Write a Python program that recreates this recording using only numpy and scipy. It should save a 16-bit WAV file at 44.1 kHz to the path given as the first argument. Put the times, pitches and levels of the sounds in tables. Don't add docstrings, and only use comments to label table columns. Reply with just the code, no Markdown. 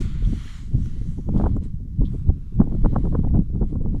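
import sys
import numpy as np
from scipy import signal
from scipy.fft import rfft, irfft, next_fast_len
from scipy.io import wavfile
from scipy.ndimage import uniform_filter1d, map_coordinates

SR = 44100
rng = np.random.default_rng(int(sys.argv[2]) if len(sys.argv) > 2 else 0)


def file_out(sig):
    cols = np.atleast_2d(sig).T
    lim = np.clip(cols, -1, 1)
    pcm = np.round(lim * 32767).astype(np.int16)
    wavfile.write(sys.argv[1], SR, pcm)


N = 176400
TIME_S = np.arange(N) / SR

# time_s, body_level_db, treble_over_body_db
GLIDER_PASS = [(0, -47, -2.5), (.07, -52.5, -9.5), (.2, -55, -12.5), (.29, -56.5, -3.5), (.38, -52, -6),
               (.49, -49.5, -7), (.58, -53, -6.5), (.66, -62.5, -2.5), (.72, -68, -3.5), (.85, -61, -1),
               (.93, -61.5, -5), (1.12, -65.5, 1), (1.3, -80, 5.5), (1.7, -81.5, -8.5), (4, -91, -11)]
# freq_hz, relative_db
WING_BODY_SPECTRUM = [(300, -10), (900, -4.5), (1450, 4.5), (2400, -1), (3700, 0.5), (4400, -5.5),
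                      (5100, -14), (10000, -70)]
WING_TREBLE_SPECTRUM = [(2500, -21), (5200, -6.5), (6000, -2.5), (6800, -4), (7600, -7), (9000, -10.5),
                        (11400, -16.5), (12000, -25), (14300, -23.5)]
# time_s, level_db
GUST_LEVELS = [(0, -19), (.1, -26), (.33, -22.5), (.41, -31), (.52, -35), (.69, -31), (.75, -19.5),
               (.9, -26), (1.04, -25), (1.26, -30), (1.31, -19.5), (1.45, -18.5), (1.57, -22),
               (1.64, -27.5), (1.89, -31.5), (1.97, -31), (2.0, -16), (2.07, -25.5), (2.25, -28),
               (2.295, -15.5), (2.34, -26.5), (2.5, -34.5), (2.6, -15.5), (2.67, -23.5), (2.85, -21),
               (3.25, -20), (3.39, -16), (3.45, -28.5), (3.63, -18.5), (3.69, -26), (3.92, -19.5), (4, -26)]
# freq_hz, relative_db
RUMBLE_SPECTRUM = [(6, -26.5), (16, 7), (30, -1.5), (55, -4), (100, -7), (180, -14), (280, -25.5),
                   (420, -53.5), (1200, -110)]
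FLUTTER_SPECTRUM = [(40, -23), (120, -5.5), (200, -0.5), (320, -8), (450, -20), (750, -41), (2000, -110)]
FLAP_SPECTRUM = [(200, -20), (350, -1), (480, 1), (620, -8), (800, -7.5), (1050, -19.5), (1500, -39.5),
                 (3000, -110)]
RASP_SPECTRUM = [(450, -27.5), (780, 3.5), (1000, 2), (1250, -2), (1600, -12), (2100, -33), (4000, -68.5)]
# centre_s, relative_db, pitch_hz
THUMP_EVENTS = [(.255, -11.5, 39), (0.277, -23.5, 101), (0.333, -19.5, 233), (0.751, -14.5, 115),
                (1.092, -18.5, 138), (1.362, -15, 126), (1.44, -18, 69), (1.744, -22, 132),
                (1.994, -19.5, 130), (2.03, -15, 39.6), (2.294, -9.5, 72.3), (2.603, -4, 180),
                (2.845, -10.5, 29.6), (3.193, -17.5, 173), (3.352, -19.5, 130), (3.393, -11.5, 190)]
# centre_s, relative_db
BUFFET_EVENTS = [(0.333, -48.5), (0.751, -51), (1.192, -53), (1.291, -37), (1.349, -39.5), (1.364, -36),
                 (1.4, -28.5), (1.412, -32), (1.441, -32.5), (1.463, -25.5), (1.57, -38.5), (2.146, -50),
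                 (2.297, -36), (2.603, -27.5), (2.617, -29), (2.674, -42), (2.723, -41), (2.749, -44),
                 (2.848, -34.5), (2.862, -25), (2.93, -43.5), (2.963, -23.5), (2.982, -43), (3.054, -36),
                 (3.072, -41.5), (3.128, -39), (3.153, -25.5), (3.196, -43), (3.246, -36), (3.348, -35.5),
                 (3.359, -43), (3.394, -42.5), (3.559, -47), (3.616, -40.5), (3.629, -35.5), (3.73, -47),
                 (3.757, -40), (3.814, -45), (3.858, -38), (3.947, -40)]
# time_s, level_db
RUSTLE_LEVELS = [(0, -90), (1.3, -70), (1.39, -56), (1.5, -62.5), (1.61, -73), (1.64, -58.5), (1.71, -75.5),
                 (1.85, -82.5), (2.02, -71), (2.08, -66), (2.17, -65), (2.3, -72.5), (2.6, -69.5),
                 (2.98, -61.5), (3.14, -66), (3.36, -72), (3.55, -75.5), (3.7, -66.5), (3.81, -80.5),
                 (4, -65.5)]
# centre_s, level_db
SWISH_EVENTS = [(2.15, -71.5), (3.08, -74.5), (3.7, -77)]
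# freq_hz, relative_db
RUSTLE_SPECTRUM = [(400, -18), (1000, 7.5), (1600, 4), (2400, 0), (3600, 0), (5500, -8), (8000, -10.5),
                   (10000, -10.5), (12000, -23.5), (14300, -20.5)]
SWISH_SPECTRUM = [(4500, -17.5), (8000, 0), (12000, -16.5)]
HISS_SPECTRUM = [(1200, 7.5), (2500, -9), (5600, 4.5), (8000, -1.5), (14300, -3)]
# start_s, level_db, pitch_hz, t60_s, half_width_oct
TICK_EVENTS = [(0.248, -39, 3420, 0.024, 0.14), (.476, -35.5, 1760, 0.02, 0.27),
               (.858, -40.5, 1900, 0.013, 0.8), (1.378, -40.5, 3980, 0.0097, 0.71),
               (1.564, -57, 7200, .028, 0.15), (1.635, -60, 7800, .11, 0.18),
               (2.051, -51, 3450, 0.11, 0.19), (3.286, -41, 1900, 0.014, 0.33)]


def glider():
    level_db, treble_db = curves(GLIDER_PASS)
    body = drifting_comb(noise(WING_BODY_SPECTRUM))
    treble = shimmer(noise(WING_TREBLE_SPECTRUM)) * amp(treble_db)
    return amp(level_db) * (body + treble)


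def wind(reference_db=-22):
    gust_db = uniform_filter1d(curves(GUST_LEVELS)[0], size=400) - reference_db
    churn = wobble(rate_hz=70)
    rumble = steadied(noise(RUMBLE_SPECTRUM), window_samples=2200) * amp(1 + gust_db)
    flutter = steadied(noise(FLUTTER_SPECTRUM), window_samples=1000)
    flutter *= amp(-19 + 1.45 * gust_db + 9.54 * churn)
    sputter = noise(FLAP_SPECTRUM) * amp(-47.5 + 3.2 * gust_db + 9.9 * churn + 7.5 * wobble(rate_hz=180))
    return amp(reference_db) * (rumble + flutter + sputter + eddies(gust_db))


def eddies(gust_db, rate_hz=38, pitch_hz=153.6, rise_oct_per_db=0.16, scatter_db=2.5):
    out, t = np.zeros(N + SR), np.arange(-1300, 1300) / SR
    for k, (jitter, strength, detune, half_turns) in enumerate(rng.uniform(-1, 1, (400, 4))):
        i = int((k + 1 + jitter) / rate_hz * SR)
        if i < N:
            gain = amp(-3.5 + gust_db[i] + scatter_db * strength)
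            hz = pitch_hz * 2 ** (rise_oct_per_db * gust_db[i]) * np.exp(.35 * detune)
            out[i:i + len(t)] += gain * pressure_swing(t * hz, half_turns, half_cycles=.45)
    return out[len(t) // 2:][:N]


def thumps(gain_db=4):
    out = np.zeros(N)
    for centre_s, relative_db, pitch_hz in THUMP_EVENTS:
        cycles = np.clip((TIME_S - centre_s) * pitch_hz, -20, 20)
        half_turns = rng.uniform(-.93, 1)
        out += amp(gain_db + relative_db) * pressure_swing(cycles, half_turns, half_cycles=.42)
    return out


def buffets(hard_db=-25, half_length_s=.0031, wake_half_length_s=.018):
    ragged = amp(12.6 * wobble(rate_hz=300))
    flap = steadied(noise(FLAP_SPECTRUM) * ragged, window_samples=200)
    rasp = steadied(noise(RASP_SPECTRUM) * ragged, window_samples=200)
    puff = steadied(noise(FLUTTER_SPECTRUM), window_samples=400)
    roughness = amp(-20.5) * unit(amp(9.5 * wobble(rate_hz=220)))
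    out = np.zeros(N)
    for centre_s, relative_db in BUFFET_EVENTS:
        near = np.abs(TIME_S - centre_s) < .1
        t = TIME_S[near] - centre_s
        force_db = relative_db - hard_db
        width_s = half_length_s * np.exp(.0017 * force_db)
        wake = roughness[near] * amp(-force_db / 2) / np.cosh(t / wake_half_length_s) ** 2
        swell = 1 / np.cosh(t / width_s) ** 2 + wake
        out[near] += amp(2.5 + relative_db) * burst(flap[near], swell)
        out[near] += amp(-29.5 + 1.565 * force_db) * burst(rasp[near], swell)
        out[near] += amp(-22 + .21 * force_db) * burst(puff[near], 1 / np.cosh(t / width_s / 2))
    return out


def grass(swish_half_length_s=.041):
    level_db, = curves(RUSTLE_LEVELS)
    rustle = drifting_comb(noise(RUSTLE_SPECTRUM)) * amp(level_db + 1.1 * wobble(rate_hz=170))
    swish_gain = sum(amp(db) / np.cosh((TIME_S - s) / swish_half_length_s) for s, db in SWISH_EVENTS)
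    return rustle + swish_gain * noise(SWISH_SPECTRUM)


def ticks(rise_s=.0011):
    out, t = np.zeros(N + SR), np.arange(SR // 8) / SR
    freq_hz = np.fft.rfftfreq(len(t), 1 / SR) + 1
    for start_s, level_db, pitch_hz, t60_s, half_width_oct in TICK_EVENTS:
        band = 1 / (1 + (np.log2(freq_hz / pitch_hz) / half_width_oct) ** 2)
        ring = unit(irfft(rfft(rng.standard_normal(len(t))) * band, len(t)))
        envelope = amp(level_db - 60 * t / t60_s) * (1 - np.exp(-t / rise_s))
        out[round(start_s * SR):][:len(t)] += ring * envelope
    return out[:N]


def hiss(level_db=-75):
    return amp(level_db) * noise(HISS_SPECTRUM)


def pressure_swing(cycles, half_turns, half_cycles):
    return np.cos(2 * np.pi * cycles + np.pi * half_turns) / np.cosh(cycles / half_cycles)


def drifting_comb(x, delay_s=.0009, drift=.12, copy_gain=.3):
    delay_samples = delay_s * SR * (1 + drift * wobble(rate_hz=2.6))
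    return unit(x + copy_gain * map_coordinates(x, [np.arange(N) - delay_samples]))


def shimmer(x, depth_db=2.5, span_bins=5, span_frames=18):
    bands = signal.stft(x, nperseg=512)[2]
    swells = uniform_filter1d(rng.standard_normal(bands.shape), size=span_bins, axis=0)
    swells = unit(uniform_filter1d(swells, size=span_frames, axis=1))
    return unit(signal.istft(bands * amp(depth_db * swells), nperseg=512)[1][:N])


def noise(spectrum):
    freq_hz, relative_db = np.transpose(spectrum)
    size = next_fast_len(N + SR // 2)
    bin_hz = np.fft.rfftfreq(size, 1 / SR)
    response = amp(np.interp(np.log(bin_hz + 1), np.log(freq_hz), relative_db))
    return unit(irfft(rfft(rng.standard_normal(N), size) * response, size)[:N])


def steadied(x, window_samples):
    power = uniform_filter1d(uniform_filter1d(x ** 2, window_samples), window_samples)
    return x / np.sqrt(np.abs(power) + 1e-9)


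def burst(x, envelope):
    return unit(x * envelope) * np.sqrt(np.mean(envelope ** 2))


def wobble(rate_hz):
    knots = 2 * np.tanh(rng.standard_normal(4096) / 2)
    return map_coordinates(knots, [TIME_S * rate_hz], mode="wrap")


def curves(rows):
    time_s, *columns = np.transpose(rows)
    return [np.interp(TIME_S, time_s, column) for column in columns]


def amp(db):
    return 10 ** (np.asarray(db) / 20)


def unit(x):
    return x / np.sqrt(np.mean(x ** 2) + 1e-20)


def scene():
    return (glider() + wind() + thumps() + buffets() + grass() + ticks() + hiss())[None]


def record(dry):
    ceiling, fade_s, cutoff_hz = .97, .012, 14360
    rounded = dry / np.sqrt(np.hypot(1, (dry / ceiling) ** 2))
    edge_s = np.minimum(TIME_S, TIME_S[-1] - TIME_S)
    fade = np.sin(np.pi / 2 * np.clip(edge_s / fade_s, 0, 1)) ** 2
    lowpass = signal.ellip(12, .1, 80, cutoff_hz, fs=SR, output="sos")
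    return signal.sosfilt(lowpass, rounded * fade)


dry = scene()
out = record(dry)
file_out(out)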